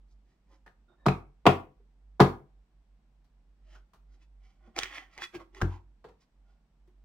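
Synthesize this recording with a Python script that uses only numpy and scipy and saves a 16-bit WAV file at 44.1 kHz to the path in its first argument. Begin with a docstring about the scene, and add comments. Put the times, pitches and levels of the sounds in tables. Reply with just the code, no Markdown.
"""Tarot cards on a wooden table

A deck is knocked square on the table three times. A card is then drawn off with a slide and a few snaps,
laid down with a thump of the hand and patted. Each blow makes the table and the things on it ring.
The walls of the small, quiet room answer briefly over a low ventilation rumble."""
import sys
import numpy as np
from scipy import signal
from scipy.fft import rfft, irfft
from scipy.io import wavfile
from scipy.ndimage import uniform_filter1d

SR = 44100
rng = np.random.default_rng(int(sys.argv[2]) if len(sys.argv) > 2 else 0)


def bounce(signal):
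    """Save signal as a 16-bit WAV file at the path given by the first command-line argument."""
    frames = np.transpose(np.atleast_2d(signal))
    limited = np.clip(frames, -1, 1)
    pcm = np.round(limited * 32767).astype(np.int16)
    wavfile.write(sys.argv[1], SR, pcm)


N = 310860
T = np.arange(N) / SR
EVENT_T = T[:SR * 3 // 4]  # seconds since the start of one short sound


def undb(db):
    """Turn decibels into a number to multiply by."""
    return 10 ** (np.asarray(db) / 20)

def unit(x):
    """Scale a sound to an average (rms) level of 1."""
    return x / np.sqrt(np.mean(x ** 2))

def along(points, hz):
    """Read a curve of (pitch, value) points at the given pitches."""
    pitches, values = np.transpose(points)
    return np.interp(np.log(hz), np.log(pitches), values)

def bins(x):
    """The frequencies that make up the spectrum of x."""
    return np.maximum(np.fft.rfftfreq(x.shape[-1], 1 / SR), 1)

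def colour(x, db):
    """Turn each frequency up or down by db."""
    n = x.shape[-1]
    cepstrum = irfft(np.log(undb(db)), n)
    cepstrum[1:n // 2] *= 2  # folded so the filter rings after a sound, not before it
    cepstrum[n // 2:] = 0
    return irfft(rfft(x) * np.exp(rfft(cepstrum)), n)

def whiten(x, width_hz):
    """Make a burst about equally strong from bass to treble."""
    size = max(int(width_hz * len(x) / SR), 1)
    power = uniform_filter1d(np.abs(rfft(x)) ** 2, size)
    return colour(x, -10 * np.log10(power + 1e-9))

def ripple(hz, spacing_hz):
    """A card's random peaks and dips, new with every grip; the spacing holds at 2000 Hz."""
    heights = rng.standard_normal(512)
    position = np.sqrt(hz * 2000) * 2 / spacing_hz
    return 1.2 * np.interp(position, np.arange(len(heights)), heights)

def spread(mid, side, wide_hz):
    """Left and right share the bass and grow unrelated above wide_hz."""
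    angle = np.pi / 4 / np.hypot(1, wide_hz / bins(mid))
    mid = irfft(rfft(mid) * np.cos(angle), len(mid))
    side = irfft(rfft(side) * np.sin(angle), len(side))
    return np.array([mid + side, mid - side])

def place(x, pan_db, lag_samples=2):
    """Make stereo: the left is pan_db louder, and the right comes slightly late."""
    return np.array([x * undb(pan_db / 2), np.roll(x, lag_samples) * undb(-pan_db / 2)])

def add(track, start_s, x):
    """Mix x into the track at start_s."""
    i = int(start_s * SR)
    track[..., i:i + x.shape[-1]] += x[..., :N - i]

def fade(decay_s):
    """Die away by 60 dB in decay_s seconds."""
    return np.exp(-np.log(1000) * EVENT_T / max(decay_s, 1e-4))


# the tone of the moving air: pitch_hz, level_db
AIR_TONE = [(60, -9.5), (100, -9), (140, -3), (230, -6), (330, -13.5), (500, -18.5), (800, -17),
            (1300, -23), (2500, -27.5), (5000, -33.5), (8000, -39), (10000, -44.5), (16000, -48.5)]
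# the tone of the rumble: pitch_hz, level_db
RUMBLE_TONE = [(20, -37.5), (34, -27.5), (42, -12), (48, 2.5), (53, -11), (62, -29.5), (90, -58.5)]

def ventilation():
    """A deep, slowly wavering rumble under soft air noise."""
    mid, side, low = rng.standard_normal((3, N))
    hz = bins(T)
    air = colour(spread(mid, side, wide_hz=916), along(AIR_TONE, hz))
    rumble = colour(low, along(RUMBLE_TONE, hz) - 20 * np.log10(np.maximum(hz / 90, 1)))
    return undb(-74.5) * unit(air) + undb(-59.5) * place(unit(rumble), pan_db=-2.5)


# faint electrical tones: pitch_hz, level_db
WHINE_TONES = [(5459, -109), (8010, -107)]

def whine():
    """Electronics give off thin, steady tones."""
    return sum(np.sqrt(2) * undb(db) * np.sin(2 * np.pi * hz * T) for hz, db in WHINE_TONES)


# how long the room rings: pitch_hz, decay_s
ROOM_DECAY = [(150, 0.35), (700, 0.29), (2000, 0.27), (5000, 0.19), (14000, 0.34)]

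def room_echo(x, wide_hz, build_s):
    """Many reflections off near walls blur into a short tail; each octave fades at its own rate."""
    hz, tails = bins(EVENT_T), []
    centres_hz = np.geomspace(125, 16000, 8)
    build_up = 1 - np.exp(-(EVENT_T / build_s) ** 2)
    for noise in rng.standard_normal((2, len(EVENT_T))):
        tail = 0
        for centre_hz, pick in zip(centres_hz, np.eye(8)):
            octave = np.interp(np.log(hz), np.log(centres_hz), pick)
            tail += irfft(rfft(noise) * octave, len(noise)) * fade(along(ROOM_DECAY, centre_hz))
        tails.append(whiten(tail * build_up, 280))
    response = spread(*tails, wide_hz)[:, :len(EVENT_T) * 2 // 3]
    return signal.fftconvolve(x, response, axes=1)[:, :N]


# bounces off the table, boxes and vase: left_delay_ms, right_delay_ms, level_db
BOUNCES = [(1.1, 1.29, -12.5), (2.3, 2.05, -9), (3.898, 6.5, -15.5), (7.4, 11, -13)]

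def with_bounces(x):
    """Nearby surfaces send back a few copies, which make the cards sound hollow and papery."""
    out = x.copy()
    for left_ms, right_ms, db in BOUNCES:
        add(out[0], left_ms / 1000, undb(db) * x[0])
        add(out[1], right_ms / 1000, undb(db) * x[1])
    return out


def friction(tone, slips_per_s, scatter_db, ripple_db):
    """Rubbing is a stream of tiny, uneven catches and slips, coloured by the bent card."""
    n, hz = len(EVENT_T), bins(EVENT_T)
    slips = (rng.random(n) < slips_per_s / SR) * rng.standard_normal(n)
    slips *= undb(scatter_db * np.minimum(rng.exponential(size=n), 4))
    return unit(colour(slips, along(tone, hz) + ripple_db * ripple(hz, spacing_hz=130.1)))


# the tone of a shaking card: pitch_hz, level_db
FLUTTER_TONE = [(150, -29), (340, 7.5), (480, -11.5), (640, 0), (760, 1.5), (900, -12.5), (1150, -1.5),
                (1700, -22), (3000, -48)]

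def flutter(scatter_db, ripple_db):
    """Rubbing shakes the whole card, which gives a low, papery sound."""
    return friction(FLUTTER_TONE, slips_per_s=2200, scatter_db=scatter_db, ripple_db=ripple_db)


# fingers gripping the deck: start_s, length_s, level_db, pitch_hz, overtone_hz
GRIPS = [(0.877, .085, -74.5, 1414, 3670), (0.975, 0.14, -79, 1754, 3750)]

def squeaks(width_hz, overtone_db, flutter_db):
    """Skin sticks and slips on the deck: two unsteady tones and the flutter of the card."""
    out, hz = np.zeros(N), bins(EVENT_T)
    for start_s, length_s, db, pitch_hz, overtone_hz in GRIPS:
        peaks_db = [-20 * np.log10(1 + ((hz - f) / width_hz) ** 2) for f in (pitch_hz, overtone_hz)]
        low, high = (unit(colour(rng.standard_normal(len(EVENT_T)), peak)) for peak in peaks_db)
        sheet = flutter(scatter_db=-2.5, ripple_db=3)
        grip = np.sqrt(np.abs(np.sin(np.pi * np.minimum(EVENT_T / length_s, 1))))
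        add(out, start_s, undb(db) * grip * (low + undb(overtone_db) * high + undb(flutter_db) * sheet))
    return place(out, pan_db=-5.5)


# the tone of a card's rasping edge: pitch_hz, level_db
RASP_TONE = [(600, -57.5), (1100, 0), (1500, -8.5), (1950, 2.5), (2300, -2), (2900, -6.5), (3400, -4),
             (4000, -29), (6000, -32)]
# the tone of its hissing face: pitch_hz, level_db
HISS_TONE = [(2000, -28), (3600, 1.5), (4400, 7), (5500, 5), (6900, 1), (8200, -7.5), (11000, -9.5),
             (15500, -25)]
# a card sliding on card or skin: fastest_s, rise_s, fall_s, rasp_db, flutter_vs_rasp_db, hiss_vs_rasp_db
CARD_STROKES = [ (0.12, .035, .025, -95, -1, 16), (0.31, 0.056, 0.061, -84.5, 9.5, -2),
                (0.54, 0.051, 0.035, -73.5, 6.5, -4.5), (3.748, 0.078, 0.046, -68, 2, -4),
                (4.144, 0.053, 0.038, -81, 6.5, -0.5), (4.229, .03, 0.024, -73, -3, -5),
                (4.455, .045, 0.11, -74.5, -4.5, -5.5), (4.67, 0.062, 0.046, -75, 8.5, -11.5),
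                (4.783, 0.017, 0.019, -42, 3.5, -4), (4.824, 0.036, .058, -40.5, -11, -18),
                (4.965, 0.072, 0.051, -44.5, -9.5, -12.5), (5.01, 0.02, 0.078, -59.5, -2.5, -16),
                (5.145, 0.037, 0.053, -62.5, -12, -9.5), (5.194, 0.019, 0.028, -55, 6, -23),
                (5.24, 0.031, 0.02, -38, -15.5, -8.5), (5.358, 0.02, 0.016, -48, -6, -10),
                (5.41, 0.023, 0.024, -61.5, 9.5, -11), (5.574, 0.027, 0.043, -56.5, 4, -8),
                (5.735, 0.074, 0.048, -64, 11.5, -7), (6.222, 0.025, 0.024, -76, -3, 2.5),
                (6.501, 0.051, 0.08, -85, 10, -4)]

def slides():
    """Each stroke swells and fades: the edge rasps, the sheet flutters and the glossy face hisses."""
    swell_db, roundness = 12.5, 1.42
    hiss_growth, flutter_growth = 1.11, 0.83  # dB for each dB of rasp: faster is brighter
    out = np.zeros(N)
    for fastest_s, rise_s, fall_s, db, flutter_db, hiss_db in CARD_STROKES:
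        start_s = max(fastest_s - .25, 0)
        t = start_s + EVENT_T - fastest_s
        speed_db = -swell_db * np.abs(np.where(t < 0, t / rise_s, t / fall_s)) ** roundness
        edge = undb(speed_db) * friction(RASP_TONE, slips_per_s=5000, scatter_db=2.2, ripple_db=3)
        sheet = undb(flutter_growth * speed_db + flutter_db) * flutter(scatter_db=0.5, ripple_db=6.5)
        face = friction(HISS_TONE, slips_per_s=7000, scatter_db=3, ripple_db=1.2)
        face *= undb(hiss_growth * speed_db + hiss_db)
        add(out, start_s, undb(db) * (edge + sheet + face))
    return place(out, pan_db=-3.5)


# card edges snapping free: start_s, peak_db, pitch_hz, crack_vs_tone_db
CARD_SNAPS = [(0.678, -45.5, 1830, -25), (4.764, -27, 2320, -2), (4.789, -10.5, 2800, 5),
              (4.8331, -17.5, 2460, -7), (4.8577, -31, 2260, -22), (4.982, -29.5, 2130, -13),
              (5.178, -33.5, 2050, -3), (5.185, -35.5, 2120, -16), (5.2208, -26.5, 1780, -12),
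              (5.548, -42, 1980, -1), (5.6152, -20.5, 1360, -14), (5.621, -20.5, 1566, -13.5)]

def snaps():
    """A bent card springs back with a brief tone and a dry crack, shorter the harder it snaps."""
    usual_cycles, usual_db = 13, -20  # a snap at this level dies away in this many cycles
    damping_db = 92  # a snap this much harder rings a tenth as long
    crack_tone = [(100, -1), (400, 8), (1200, 15), (6000, 16.5), (15000, -14)]  # pitch_hz, level_db
    out = np.zeros(N)
    for start_s, db, hz, crack_db in CARD_SNAPS:
        decay = fade(usual_cycles / hz * 10 ** ((usual_db - db) / damping_db))
        crack = whiten(decay * rng.standard_normal(len(EVENT_T)), 1650)
        crack = colour(crack, along(crack_tone, bins(crack)))
        snap = decay * np.sin(2 * np.pi * hz * EVENT_T) + undb(crack_db) * crack / np.abs(crack).max()
        add(out, start_s, undb(db) * snap[:len(EVENT_T) // 2] / np.abs(snap).max())
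    return place(out, pan_db=-1, lag_samples=3)


# the tone of the deck's edge meeting wood: pitch_hz, level_db
CLACK_TONE = [(100, -33.5), (340, -3), (490, -7.5), (760, -2.5), (1100, -5.5), (1600, -12), (2700, -19),
              (3600, -20), (5500, -26.5), (8000, -33), (15000, -39)]

def clack(tilt_db, decay_s, peak_hz, peak_db):
    """A landing makes a burst of noise, boosted at peak_hz where the deck or hand rings."""
    hz = bins(EVENT_T)
    octaves = np.log2(np.maximum(hz, 500) / 1000)
    db = along(CLACK_TONE, hz) + tilt_db * octaves  # more tilt is brighter
    db += peak_db * np.exp(-(np.log2(hz / peak_hz) / 0.22) ** 2 / 2)
    db += 1.8 * ripple(hz, spacing_hz=172) * np.minimum(hz / 1500, 1)
    strike = fade(decay_s) * (1 - np.exp(-EVENT_T / .0008))
    mid, side = (colour(whiten(strike * rng.standard_normal(len(EVENT_T)), 300), db) for _ in range(2))
    burst = unit(spread(mid, side, wide_hz=1900)) * np.sqrt(np.mean(fade(decay_s) ** 2))
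    return burst[:, :len(EVENT_T) // 2]

def blow(start_s, frame_db, top_db, top_tilt_db, contact):
    """One hit for table_blows to play: how hard it shakes the wood, and the sound of the contact."""
    return start_s, frame_db, top_db, top_tilt_db, contact

def touch(start_s, db, contact):
    """A light blow that barely moves the table."""
    return blow(start_s, frame_db=db - 18, top_db=db - 14, top_tilt_db=0, contact=undb(db) * contact)


# light taps: start_s, level_db, tilt_db_per_octave, peak_hz, peak_db
LIGHT_TAPS = [ (0.662, -52.5, 0, 1650, 11), (1.794, -64, 0, 425, 39), (3.243, -75.5, 3.5, 5010, 6),
              (3.750, -55.5, 0.5, 1486, 14), (3.934, -58.5, 2.5, 1180, 6), (4.672, -54, -10.5, 217, 22),
              (5.335, -45, -4.5, 342, 15), (5.344, -37, 1.5, 341, 25), (5.396, -55.5, 0, 1100, 0),
              (5.604, -44, 0.5, 1300, 16), (6.042, -44, -2, 416, 13), (6.085, -56.5, -0.5, 500, 3),
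              (6.874, -62, 3.5, 350, 30)]

def taps():
    """Fingers and single cards touch the deck or table."""
    decay_s = 0.125
    return [touch(start_s, db, clack(tilt_db, decay_s, peak_hz, peak_db))
            for start_s, db, tilt_db, peak_hz, peak_db in LIGHT_TAPS]


def thump(start_s, palm_lag_s):
    """The card slaps flat under the hand, which rocks the table; the soft palm lands just after."""
    slap = undb(-19) * clack(tilt_db=-0.5, decay_s=0.0095, peak_hz=1450, peak_db=6.5)
    palm = clack(tilt_db=-6.5, decay_s=0.14, peak_hz=321, peak_db=19.5)
    return [blow(start_s, frame_db=-19, top_db=-34.5, top_tilt_db=-10, contact=slap),
            touch(start_s + palm_lag_s, db=-32, contact=palm)]


# the deck knocked square: start_s, clack_db, top_db, top_tilt_db_per_octave, decay_s, peak_hz, peak_db,
# corner_early_s, loose_late_s, loose_vs_clack_db, loose_peak_hz
DECK_KNOCKS = [ (1.0622, -15, -22.5, -8, .06, 1151, 8, 0.0047, .021, -1.5, 2400),
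               (1.4648, -5.5, -14, 1, .045, 2650, 11, 0.01, 0.008, -10, 1030),
               (2.201, -9, -12, -3, .095, 1152, 3, .005, 0.0083, -13, 2200)]

def knocks():
    """One corner of the deck touches, the whole edge strikes, then the loose cards drop after it."""
    out = []
    for (start_s, db, top_db, top_tilt_db, decay_s, peak_hz, peak_db,
         early_s, late_s, loose_db, loose_hz) in DECK_KNOCKS:
        corner = clack(tilt_db=-5, decay_s=.06, peak_hz=1151.4, peak_db=3.5)
        edge = clack(tilt_db=-1.92, decay_s=decay_s, peak_hz=peak_hz, peak_db=peak_db)
        loose = clack(tilt_db=-2.5, decay_s=.035, peak_hz=loose_hz, peak_db=10)
        out += [touch(start_s - early_s, db - 12, corner),
                blow(start_s, top_db - 11, top_db, top_tilt_db, undb(db) * edge),
                touch(start_s + late_s, db + loose_db, loose)]
    return out


def ring(notes, decay_s, rise_s):
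    """An object's own notes, one row each, build up as a blow spreads through it and then fade."""
    hz, db = np.transpose(notes)
    gain = (-1) ** np.arange(len(hz)) * undb(db)  # every other wave starts downward
    waves = np.sin(2 * np.pi * np.outer(hz, EVENT_T))
    return gain[:, None] * waves * fade(decay_s) * (1 - np.exp(-EVENT_T / rise_s))


# the room's deep boom and the table rocking on its legs: pitch_hz, level_db
FRAME_NOTES = [(48.4, -3.5), (91.5, -0.5)]
# the ringing table top, and from 1490 Hz up the deck itself: pitch_hz, level_db
TOP_NOTES = [(128, -5), (143, -1), (188, -2.5), (245, -6), (305, -7.5), (346, -2.5), (404, -5), (425, -1),
             (452, -11.5), (500, -14.5), (552, -10.5), (625, -14), (670, -14), (722, -8.5), (777, -6.5),
             (903, -11.5), (996, -17), (1066, -8.5), (1130, -13), (1297, -18), (1490, -25), (1715, -23.5),
             (1888, -23.5), (1965, -22.5), (2326, -24.5), (2525, -27), (2756, -26.5)]
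# boxes and ornaments on the table: pitch_hz, level_vs_top_db
ORNAMENT_NOTES = [(506, -31), (650, -28), (765, -28)]

def table_blows(blows):
    """Each blow clacks, shakes the frame and rings the top and the things on it."""
    wood, clacks = np.zeros(N), np.zeros((2, N))
    frame = ring(FRAME_NOTES, decay_s=.34, rise_s=0.012).sum(axis=0)
    top_waves = ring(TOP_NOTES, decay_s=.195, rise_s=0.0038)
    ornaments = ring(ORNAMENT_NOTES, decay_s=.45, rise_s=0.018).sum(axis=0)
    octaves = np.log2(np.transpose(TOP_NOTES)[0] / 300)
    for start_s, frame_db, top_db, top_tilt_db, contact in blows:
        top = undb(top_db + top_tilt_db * octaves) @ top_waves  # harder contact reaches higher notes
        add(wood, start_s, undb(frame_db) * frame + top + undb(top_db) * ornaments)
        add(clacks, start_s, contact)
    return place(wood, pan_db=2, lag_samples=3), clacks


def scene():
    """The table and cards, heard close up in the quiet room."""
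    wood, clacks = table_blows(knocks() + taps() + thump(start_s=5.618, palm_lag_s=0.0052))
    cards = with_bounces(snaps() + slides() + squeaks(width_hz=55, overtone_db=-8.5, flutter_db=6.5))
    to_walls = undb(-7.5) * clacks + undb(-13.5) * (cards + wood)
    echo = room_echo(to_walls, wide_hz=596, build_s=0.0078)
    return wood + clacks + cards + echo + ventilation() + whine()

def record(dry):
    """Round off the loudest peaks and cut the highest treble."""
    rounded = dry / (1 + dry ** 6) ** (1 / 6)
    cutoff_hz = 15850
    return signal.sosfilt(signal.ellip(10, .2, 80, cutoff_hz, fs=SR, output="sos"), rounded)


dry = scene()
out = record(dry)
bounce(out)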